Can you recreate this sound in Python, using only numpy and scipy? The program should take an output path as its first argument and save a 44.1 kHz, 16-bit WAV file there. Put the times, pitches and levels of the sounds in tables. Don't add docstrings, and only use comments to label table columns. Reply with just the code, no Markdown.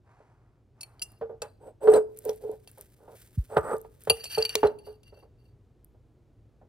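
import sys
import numpy as np
from scipy import signal
from scipy.fft import rfft, irfft
from scipy.io import wavfile
from scipy.ndimage import uniform_filter1d, map_coordinates

SR = 44100
rng = np.random.default_rng(int(sys.argv[2]) if len(sys.argv) > 2 else 0)


def unload_wav(signal):
    wavfile.write(
        sys.argv[1],
        SR,
        np.round(np.clip(np.atleast_2d(signal).T, -1, 1) * 32767).astype(np.int16),
    )


N = 294806

# freq_hz, level_db
JAR_BODY = [(40, -27), (150, -19.5), (270, -15), (360, -10), (435, 4.5), (510, -1.5), (600, -0.5),
            (690, -8.5), (880, -7.5), (1100, -17.5), (1450, -18), (2100, -33), (3000, -36), (8000, -66.5)]
# freq_hz, width_hz, lift_db
AIR_PEAKS = [(585, 57, 1), (754, 27, 5), (828, 6.6, 3), (1190, 17, 8), (1443.5, 60, 1.5)]


def knocks(note_db=1, thud_db=2, air_t60_s=0.17):
    # start_s, note_level_db, thud_level_db, push_s, thud_tilt_db_per_octave
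    hits = [(1.2115, -31, -34.5, 0.022, -.5), (1.2945, -40.5, -38.5, 0.031, -5),
            (1.419, -47, -33, 0.024, 5.5), (1.835, -20.5, -43.5, 0.034, -4), (1.874, -9.5, -23, 0.02, 1),
            (1.935, -17, -33, 0.0062, 3.5), (1.975, -20.5, -37.5, 0.0072, 3), (2.254, -27, -39, 0.016, -9),
            (2.291, -32.5, -32.5, 0.0053, -6.5), (2.435, -33.5, -36, 0.025, -11.5),
            (2.493, -31, -43, 0.0035, -11), (3.569, -28.5, -15.5, 0.0068, 2.5),
            (3.733, -27.5, -33.5, 0.013, -6.5), (3.847, -54, -47, 0.0091, 2.5),
            (4.0725, -39, -27, 0.011, 2), (4.101, -29, -21.5, 0.009, 1.5), (4.3736, -22, -24, 0.02, -1.5),
            (4.552, -30.5, -35, 0.018, .5), (4.6305, -17, -17.5, 0.023, 1), (4.867, -41, -46.5, 0.033, 2)]
    # time_s, pitch_hz
    air_pitch = [(1.3, 450.7), (2.0, 431.2), (3.75, 440.4), (4.12, 453.8), (4.42, 443.3), (4.65, 420),
                 (4.9, 426)]
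    # time_s, bump_offset_db
    bump_curve = [(2.5, -21.5), (3.5, -15)]
    swell, thuds, t = np.zeros(N), np.zeros(N), np.arange(SR // 2) / SR
    bump = thump(start_hz=290, end_hz=50, glide_s=.014, peak_s=0.016)
    for s, air_db, db, push_s, tilt_db in hits:
        push = np.sin(np.pi * np.minimum(t / push_s, 1))
        envelope = signal.fftconvolve(push, np.exp(-np.log(1000) * t / air_t60_s))[:len(t)]
        add(swell, s, amp(air_db + note_db) * envelope / envelope.max())
        thud = crest(colour(burst(t, 0.94 * push_s), JAR_BODY, AIR_PEAKS, tilt_db))
        bump_db = db + np.interp(s, *np.transpose(bump_curve))
        add(thuds, s, amp(db + thud_db) * thud + amp(bump_db) * bump)
    hz = np.interp(np.arange(N) / SR, *np.transpose(air_pitch))
    return thuds + np.sqrt(2) * swell * np.sin(2 * np.pi * np.cumsum(hz) / SR)


def rubs(squeal_db=-2, crackle_db=-11):
    # start_s, length_s, rub_level_db, squeal_level_db, mid_lift_db
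    strokes = [(1.596, 0.093, -44.5, -64.5, -7.5), (1.804, 0.12, -29, -47, -5.5),
               (1.912, 0.055, -20, -37, 0), (2.237, 0.064, -33.5, -73, -14), (2.4, 0.13, -41.5, -76, -12.5),
               (2.977, 0.17, -52.5, -84, 1.5), (3.488, 0.06, -36.5, -55.5, 2),
               (3.557, 0.014, -18.5, -42.5, 14), (3.624, 0.11, -29.5, -46.5, 11)]
    # freq_hz, width_hz, lift_db
    squeal_peaks = [(7980, 380, 30.5), (8640, 270, 33), (9740, 340, 18.5), (13720, 260, 21),
                    (14900, 500, 8)]
    out, slips = 0, grains(2800, 1.1)
    squeal = unit(colour(grains(2700, 2), [(1000, -7.5), (6000, -2.5), (16000, -8.5)], squeal_peaks))
    wet_squeal = squeal + amp(crackle_db) * crackle()
    for start, length, low_db, thin_db, mid_db in strokes:
        peaks = [*AIR_PEAKS, (1230, 300, 1.2 * mid_db), (1850, 800, mid_db)]
        rub = unit(colour(slips, JAR_BODY, peaks, tilt_db=-1))
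        resistance = stroke(start, length, attack_s=0.022, swell_db=9.5, release_s=0.017)
        out = out + resistance * (amp(low_db) * rub + amp(thin_db + squeal_db) * wet_squeal)
    return out


def clinks(rattle=0.24, crack_s=0.0022):
    # start_s, ring_db, crack_db, place (0 rim, 1 wall, more is deeper), chatter_scale_s, pitch_ratio
    contacts = [(0.8085, -38, -57, 0, 0.0043, .97), (0.8318, -37, -47, 1, 0.0016, 0.96),
                (0.995, -49.5, -55, 1.3, .0012, 1.04), (1.0176, -28, -48.5, 0, 0.0075, 1.028),
                (1.419, -34, -35.5, 0, .003, 0.97), (1.938, -42.5, -37, 1.2, 0.0094, 0.89),
                (1.96, -48, -46.5, -0.5, 0.008, 1.01), (2.2932, -42.5, -39, 1, 0.0014, 1.24),
                (2.675, -50, -48, .5, 0.003, 1), (4.0982, -13, -30.5, 1.1, 0.0032, 1.015),
                (4.2413, -39, -35.5, -0.2, 0.0037, 1.03), (4.254, -40.5, -43, 1, 0.013, .96),
                (4.3474, -30, -52.5, 3.5, 0.0036, 1.016), (4.381, -30, -42.5, 1.3, 0.0017, .975),
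                (4.4245, -20.5, -45, 3.5, 0.003, 1.015), (4.451, -24, -35, 1.63, 0.0035, 1),
                (4.4933, -28, -41, 1.5, 0.00073, 1), (4.5537, -42, -16, 3.6, .0011, .97),
                (4.671, -42, -44.5, 1.5, 0.0014, 0.89), (4.7871, -54, -75, 1, 0.0018, 1.004),
                (5.0325, -63, -60, 1, 0.0014, 1.03)]
    # freq_hz, level_db
    crack_eq = [(100, -15), (600, 10), (1500, -7), (2400, 3), (4000, 6.5), (6000, 3), (10000, -8.5),
                (14000, -13.5), (16000, -16)]
    out, t = np.zeros(N), np.arange(SR // 20) / SR
    for s, ring_db, crack_db, place, chatter_s, pitch in contacts:
        force = rattle * rng.standard_normal(len(t)) * np.exp(-(t / (1.5 * chatter_s)) ** 2)
        force[0] += 1
        spectrum = rfft(force)
        flattened = spectrum / abs(spectrum) ** .7
        force = irfft(flattened, len(t)) * np.exp(-(t / (4 * chatter_s)) ** 2)
        ring = signal.fftconvolve(force, glass(place, tilt_db=2.5, pitch=pitch))
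        add(out, s, amp(ring_db) * crest(ring))
        add(out, s, amp(crack_db) * crest(colour(burst(t, crack_s), crack_eq)))
    return out


def glass(place, tilt_db, pitch=1, detune=0.02, twin_db=-4, damping=1.3, max_t60_s=.05, linger_db=-36):
    # freq_hz, rim_strike_db, wall_strike_db, t60_before_damping_s
    modes = [(2410, -22, -12, 0.42), (2705, 0, -2, 0.63), (2910, -23.5, -8, 0.065),
             (3220, -20, -12.5, 0.066), (4260, 2.5, -7, 0.022), (4550, -14, 1.5, 0.058),
             (4820, 6.5, -22, 0.035), (5710, -4.5, -23, 0.24), (6000, -10.5, -18, 0.053),
             (7050, -4, -38.5, 0.13), (7450, -20, -25.5, 0.1), (8130, -4.5, -21, 0.037),
             (8670, -7, -5, 0.027), (8420, -1.5, -28, 0.042), (9500, -9.5, -9, 0.012), (9930, 2, -5.5, .06),
             (10900, -14.5, -35, 0.019), (12000, -29, -18.5, 0.023), (13500, -26.5, -21, .04),
             (13100, -16, -31.5, 0.025), (13920, -14, -21, .035), (14850, -14, -28, .03)]
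    t, out = np.arange(SR // 3) / SR, 0
    for hz, rim_db, wall_db, t60 in modes:
        db = rim_db + place * (wall_db - rim_db) + tilt_db * np.log2(hz / 5000)
        damped = np.exp(-np.log(1000) * t / min(t60 / damping, max_t60_s))
        linger_t60_s = .5 / np.sqrt(hz / 5000)
        waver = np.interp(t, np.linspace(0, t[-1], num=60), rng.standard_normal(60))
        linger = amp(linger_db) * np.exp(-np.log(1000) * t / linger_t60_s) * waver
        twin_hz = hz * (1 + detune * rng.uniform(-0.69, 1))
        mode, twin = (np.sin(2 * np.pi * (f * pitch * t + rng.random())) for f in (hz, twin_hz))
        out = out + amp(db) * (damped + linger) * (mode + amp(twin_db) * twin)
    return out


def scrapes(ring_db=-3, grit_db=-5, spoon_db=-2, wander=0.0059):
    # start_s, length_s, level_db, place (0 rim, 1 wall), grittiness_db
    drags = [(4.114, 0.086, -52, 0.82, 3.5), (4.193, 0.13, -46, 0.85, -7), (4.289, 0.049, -36.5, 0.76, 0.5),
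             (4.353, 0.1, -45.5, 1, 6.5), (4.477, 0.033, -45, 0.5, 11.5), (4.557, 0.11, -56.5, 0.54, 10),
             (4.78, 0.023, -66, .9, 6), (4.829, .08, -59.5, 0.6, -11.5), (5.026, 0.073, -68.5, .3, 4.5),
             (5.132, 0.076, -65, 0.14, -1), (5.37, 0.11, -74, .4, -20.5)]
    # freq_hz, width_hz, lift_db
    spoon_modes = [(1740, 440, 7), (2782, 130, 23.5), (2980, 360, 9), (4588, 160, 24.5), (5782, 300, 14),
                   (8720, 320, 20), (10070, 260, 20), (11910, 300, 12.5), (14040, 400, 20.5)]
    # freq_hz, level_db
    spoon_eq = [(500, -20), (2500, -8), (4600, 0), (6800, -12), (9000, -4), (11000, -9), (14200, -8),
                (16000, -24)]
    grit_eq = [(300, -12), (1400, 0), (2400, 1), (3700, -5), (5600, -5), (7000, -13), (10000, -11),
               (16000, -28)]
    slips = grains(2000, 2.5) * flutter(rate_hz=110, depth_db=4)
    rim = unit(signal.oaconvolve(slips, glass(place=.1, tilt_db=-27))[:N])
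    wall = unit(signal.oaconvolve(slips, glass(place=1, tilt_db=-10.5))[:N])
    spoon = unit(colour(slips, spoon_eq, spoon_modes))
    bend = wander * np.log(flutter(rate_hz=51, depth_db=11))
    warped_time = np.arange(N) + np.cumsum(bend)
    rim, wall, spoon = (map_coordinates(x, [warped_time], order=3) for x in (rim, wall, spoon))
    grit = unit(colour(slips, grit_eq, [(hz, width, .85 * lift) for hz, width, lift in spoon_modes]))
    out = 0
    for start, length, db, place, gritty_db in drags:
        jar = np.sqrt(1 - place) * rim + np.sqrt(place) * wall
        ring = amp(ring_db) * jar + amp(spoon_db) * spoon
        pressure = stroke(start, length, attack_s=0.045, swell_db=-0.5, release_s=.028)
        out = out + amp(db) * pressure * (ring + amp(grit_db + gritty_db) * grit)
    return out


def gel(crackle_db=-2, snap_db=-3, snap_s=0.0011):
    # tear_s, level_db, build_s, fade_s
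    tears = [(1.12, -74.5, .1, .15), (2.18, -60, 0.041, .05), (2.26, -48, 0.012, 0.07),
             (2.52, -65.5, 0.071, 0.12), (2.7, -64.5, 0.039, 0.18), (2.805, -61.5, 0.053, 0.065),
             (3.189, -57, 0.065, 0.26), (3.78, -69.5, 0.08, 0.089), (4.05, -59, 0.059, 0.12)]
    # start_s, level_db
    snaps = [(1.1196, -52.5), (2.173, -41.5), (2.1886, -34), (2.252, -33), (2.36, -50), (2.5156, -50),
             (2.715, -47), (2.783, -46.5), (2.811, -36), (3.782, -46), (3.8147, -44.5), (4.007, -53.5),
             (4.0368, -43), (5.8458, -48)]
    # freq_hz, level_db
    snap_eq = [(1000, -39.5), (4000, -29.5), (7000, -6), (9500, 4), (13000, 3), (14800, -7), (16200, -11.5)]
    now, t, pull = np.arange(N) / SR, np.arange(SR // 40) / SR, 0
    for s, db, build_s, fade_s in tears:
        from_tear = np.maximum((s - now) / build_s, (now - s) / fade_s)
        pull = pull + amp(db) * np.exp(-np.minimum(from_tear, 20))
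    out = amp(crackle_db) * pull * crackle()
    for s, db in snaps:
        add(out, s, amp(db + snap_db) * crest(colour(burst(t, snap_s), snap_eq)))
    return out


def crackle():
    # freq_hz, level_db
    fizz_eq = [(500, -34), (1500, -7.5), (4000, -11.5), (6500, -12.5), (9000, -6), (12500, -13.5),
               (14500, -7.5), (16000, -21)]
    return unit(colour(grains(5000, 4.5) * flutter(rate_hz=90, depth_db=4.5), fizz_eq))


def lone_thump(start_s=3.3735, level_db=-18):
    out = np.zeros(N)
    add(out, start_s, amp(level_db) * thump(start_hz=245, end_hz=42, glide_s=.011, peak_s=.016))
    return out


def finger_taps(trim_db=-2, fade_s=0.021):
    # start_s, level_db
    taps = [(0.202, -49.5), (2.775, -46.5), (3.079, -43.5), (5.123, -46.5), (5.172, -51.5), (5.226, -51),
            (5.946, -59), (6.614, -53)]
    out, t = np.zeros(N), np.arange(SR // 5) / SR
    for s, db in taps:
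        add(out, s, amp(db + trim_db) * crest(colour(burst(t, fade_s), JAR_BODY, tilt_db=-1.5)))
    return out


def finger_slides(trim_db=-2):
    # start_s, length_s, level_db
    slides = [(.03, 0.29, -66), (.35, 0.24, -77), (.74, .4, -68)]
    # freq_hz, level_db
    skin_eq = [(200, -14), (750, 15), (1300, 9), (2300, -1.5), (3500, -14), (5000, -12.5),
               (9000, -16.5), (16000, -42)]
    envelope = sum(amp(db) * stroke(start, length, attack_s=0.069, swell_db=-4, release_s=0.06)
                   for start, length, db in slides)
    return amp(trim_db) * envelope * unit(colour(grains(2700, 1.7), skin_eq))


def stereo_image(x):
    # freq_hz, level_db, phase_rad
    balance = [(100, 0, 0), (430, -3, -.65), (600, -1, -.45), (1300, -1.5, -.75), (1700, 0, -.85),
               (2200, 2, -1.3), (2900, 3, -2.1), (4500, 0, -.6), (5700, -1, -1.6), (7100, -1, -2),
               (8600, -1.5, -1.8), (10000, -.5, -1.2), (12000, 0, -.35), (15000, 0, -.2)]
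    hz, balance = np.fft.rfftfreq(N, 1 / SR), np.array(balance)
    level_db, phase_rad = read(balance[:, :2], hz), read(balance[:, ::2], hz)
    left = amp(level_db / 2) * np.exp(.5j * phase_rad)
    return irfft(rfft(x) * np.array([left, 1 / left]), N)


def kitchen_reverb(x, onset_s=0.0024):
    # freq_hz, t60_s
    decay_times = [(150, 1), (500, 0.47), (1500, .4), (5000, 0.075), (15000, 0.45)]
    hz, t, bands = signal.stft(rng.standard_normal((2, SR // 2)), SR, nperseg=256)
    decay = np.exp(-np.log(1000) * t / read(decay_times, hz)[:, None])
    tail = signal.istft(bands * decay * (1 - np.exp(-t / onset_s)), SR, nperseg=256)[1]
    return signal.fftconvolve(x[None], tail / np.linalg.norm(tail[0]), axes=1)[:, :N]


def room_tone(width=0.17, level_db=-59):
    # freq_hz, level_db
    rumble_eq = [(25, -20.5), (50, 0), (75, -5.5), (115, 1.5), (160, -14), (280, -15.5), (400, -15.5),
                 (600, -25), (1000, -33.5), (2000, -41.5), (4000, -46.5), (9000, -53), (16000, -60)]
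    mid, side = (unit(colour(rng.standard_normal(N), rumble_eq)) for _ in range(2))
    rise = amp(np.interp(np.arange(N) / SR, [.7, 1.1], [-3, 0]))
    return rise * amp(level_db) * np.array([mid + width * side, mid - width * side])


def thump(start_hz, end_hz, glide_s, peak_s):
    t = np.arange(SR // 2) / SR
    hz = end_hz + (start_hz - end_hz) * np.exp(-t / glide_s)
    return -(t / peak_s * np.exp(1 - t / peak_s)) ** 2 * np.sin(2 * np.pi * np.cumsum(hz) / SR)


def burst(t, fade_s):
    return rng.standard_normal(len(t)) * np.exp(-t / fade_s)


def grains(per_s, spread_db):
    size = amp(spread_db * np.minimum(rng.exponential(1, N), 4))
    return size * rng.choice([-1, 1], N) * (rng.random(N) < per_s / SR)


def flutter(rate_hz, depth_db):
    steps = rng.standard_normal(4000)
    return amp(depth_db * np.interp(np.arange(N) / SR * rate_hz, np.arange(len(steps)), steps))


def stroke(start, length, attack_s, swell_db, release_s):
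    t = np.arange(N) / SR - start
    swell = amp(swell_db * (np.clip(t / length, 0, 1) - 1))
    release = np.exp(-np.clip((t - length) / release_s, 0, 20))
    return np.clip(t / attack_s, 0, 1) * swell * release


def colour(x, points, peaks=(), tilt_db=0, size=4096):
    hz = abs(np.fft.fftfreq(size, 1 / SR))
    db = read(points, hz) + tilt_db * np.log2(np.clip(hz, 500, 4000) / 500)
    db = db + sum(lift / (1 + (2 * (hz - f) / width) ** 2) for f, width, lift in peaks)
    taps = np.fft.ifft(np.exp(signal.hilbert(np.log(amp(db))).conj())).real
    return signal.oaconvolve(x, taps[:size // 2])[:len(x)]


def read(points, hz):
    f, value = np.transpose(points)
    return np.interp(np.log(hz + 1), np.log(f + 1), value)


def amp(db):
    return 10 ** (np.asarray(db) / 20)


def unit(x):
    return x / np.sqrt(np.mean(x ** 2) + 1e-20)


def crest(x, size=176):
    return x / np.sqrt(uniform_filter1d(x ** 2, size).max() + 1e-20)


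def add(mix, s, sound):
    part = mix[round(s * SR):][:len(sound)]
    part += sound[:len(part)]


def scene(soft_send_db=-20, glass_send_db=-17):
    bright = clinks() + scrapes()
    soft = knocks() + rubs() + gel() + finger_taps() + finger_slides()
    send = amp(glass_send_db) * bright + amp(soft_send_db) * soft
    return stereo_image(bright + soft + lone_thump()) + kitchen_reverb(send) + room_tone()


def record(dry):
    high_cut = signal.firwin(511, 16000, window=("kaiser", 9), fs=SR)
    return signal.oaconvolve(dry, high_cut[None], "same")


dry = scene()
out = record(dry)
unload_wav(out)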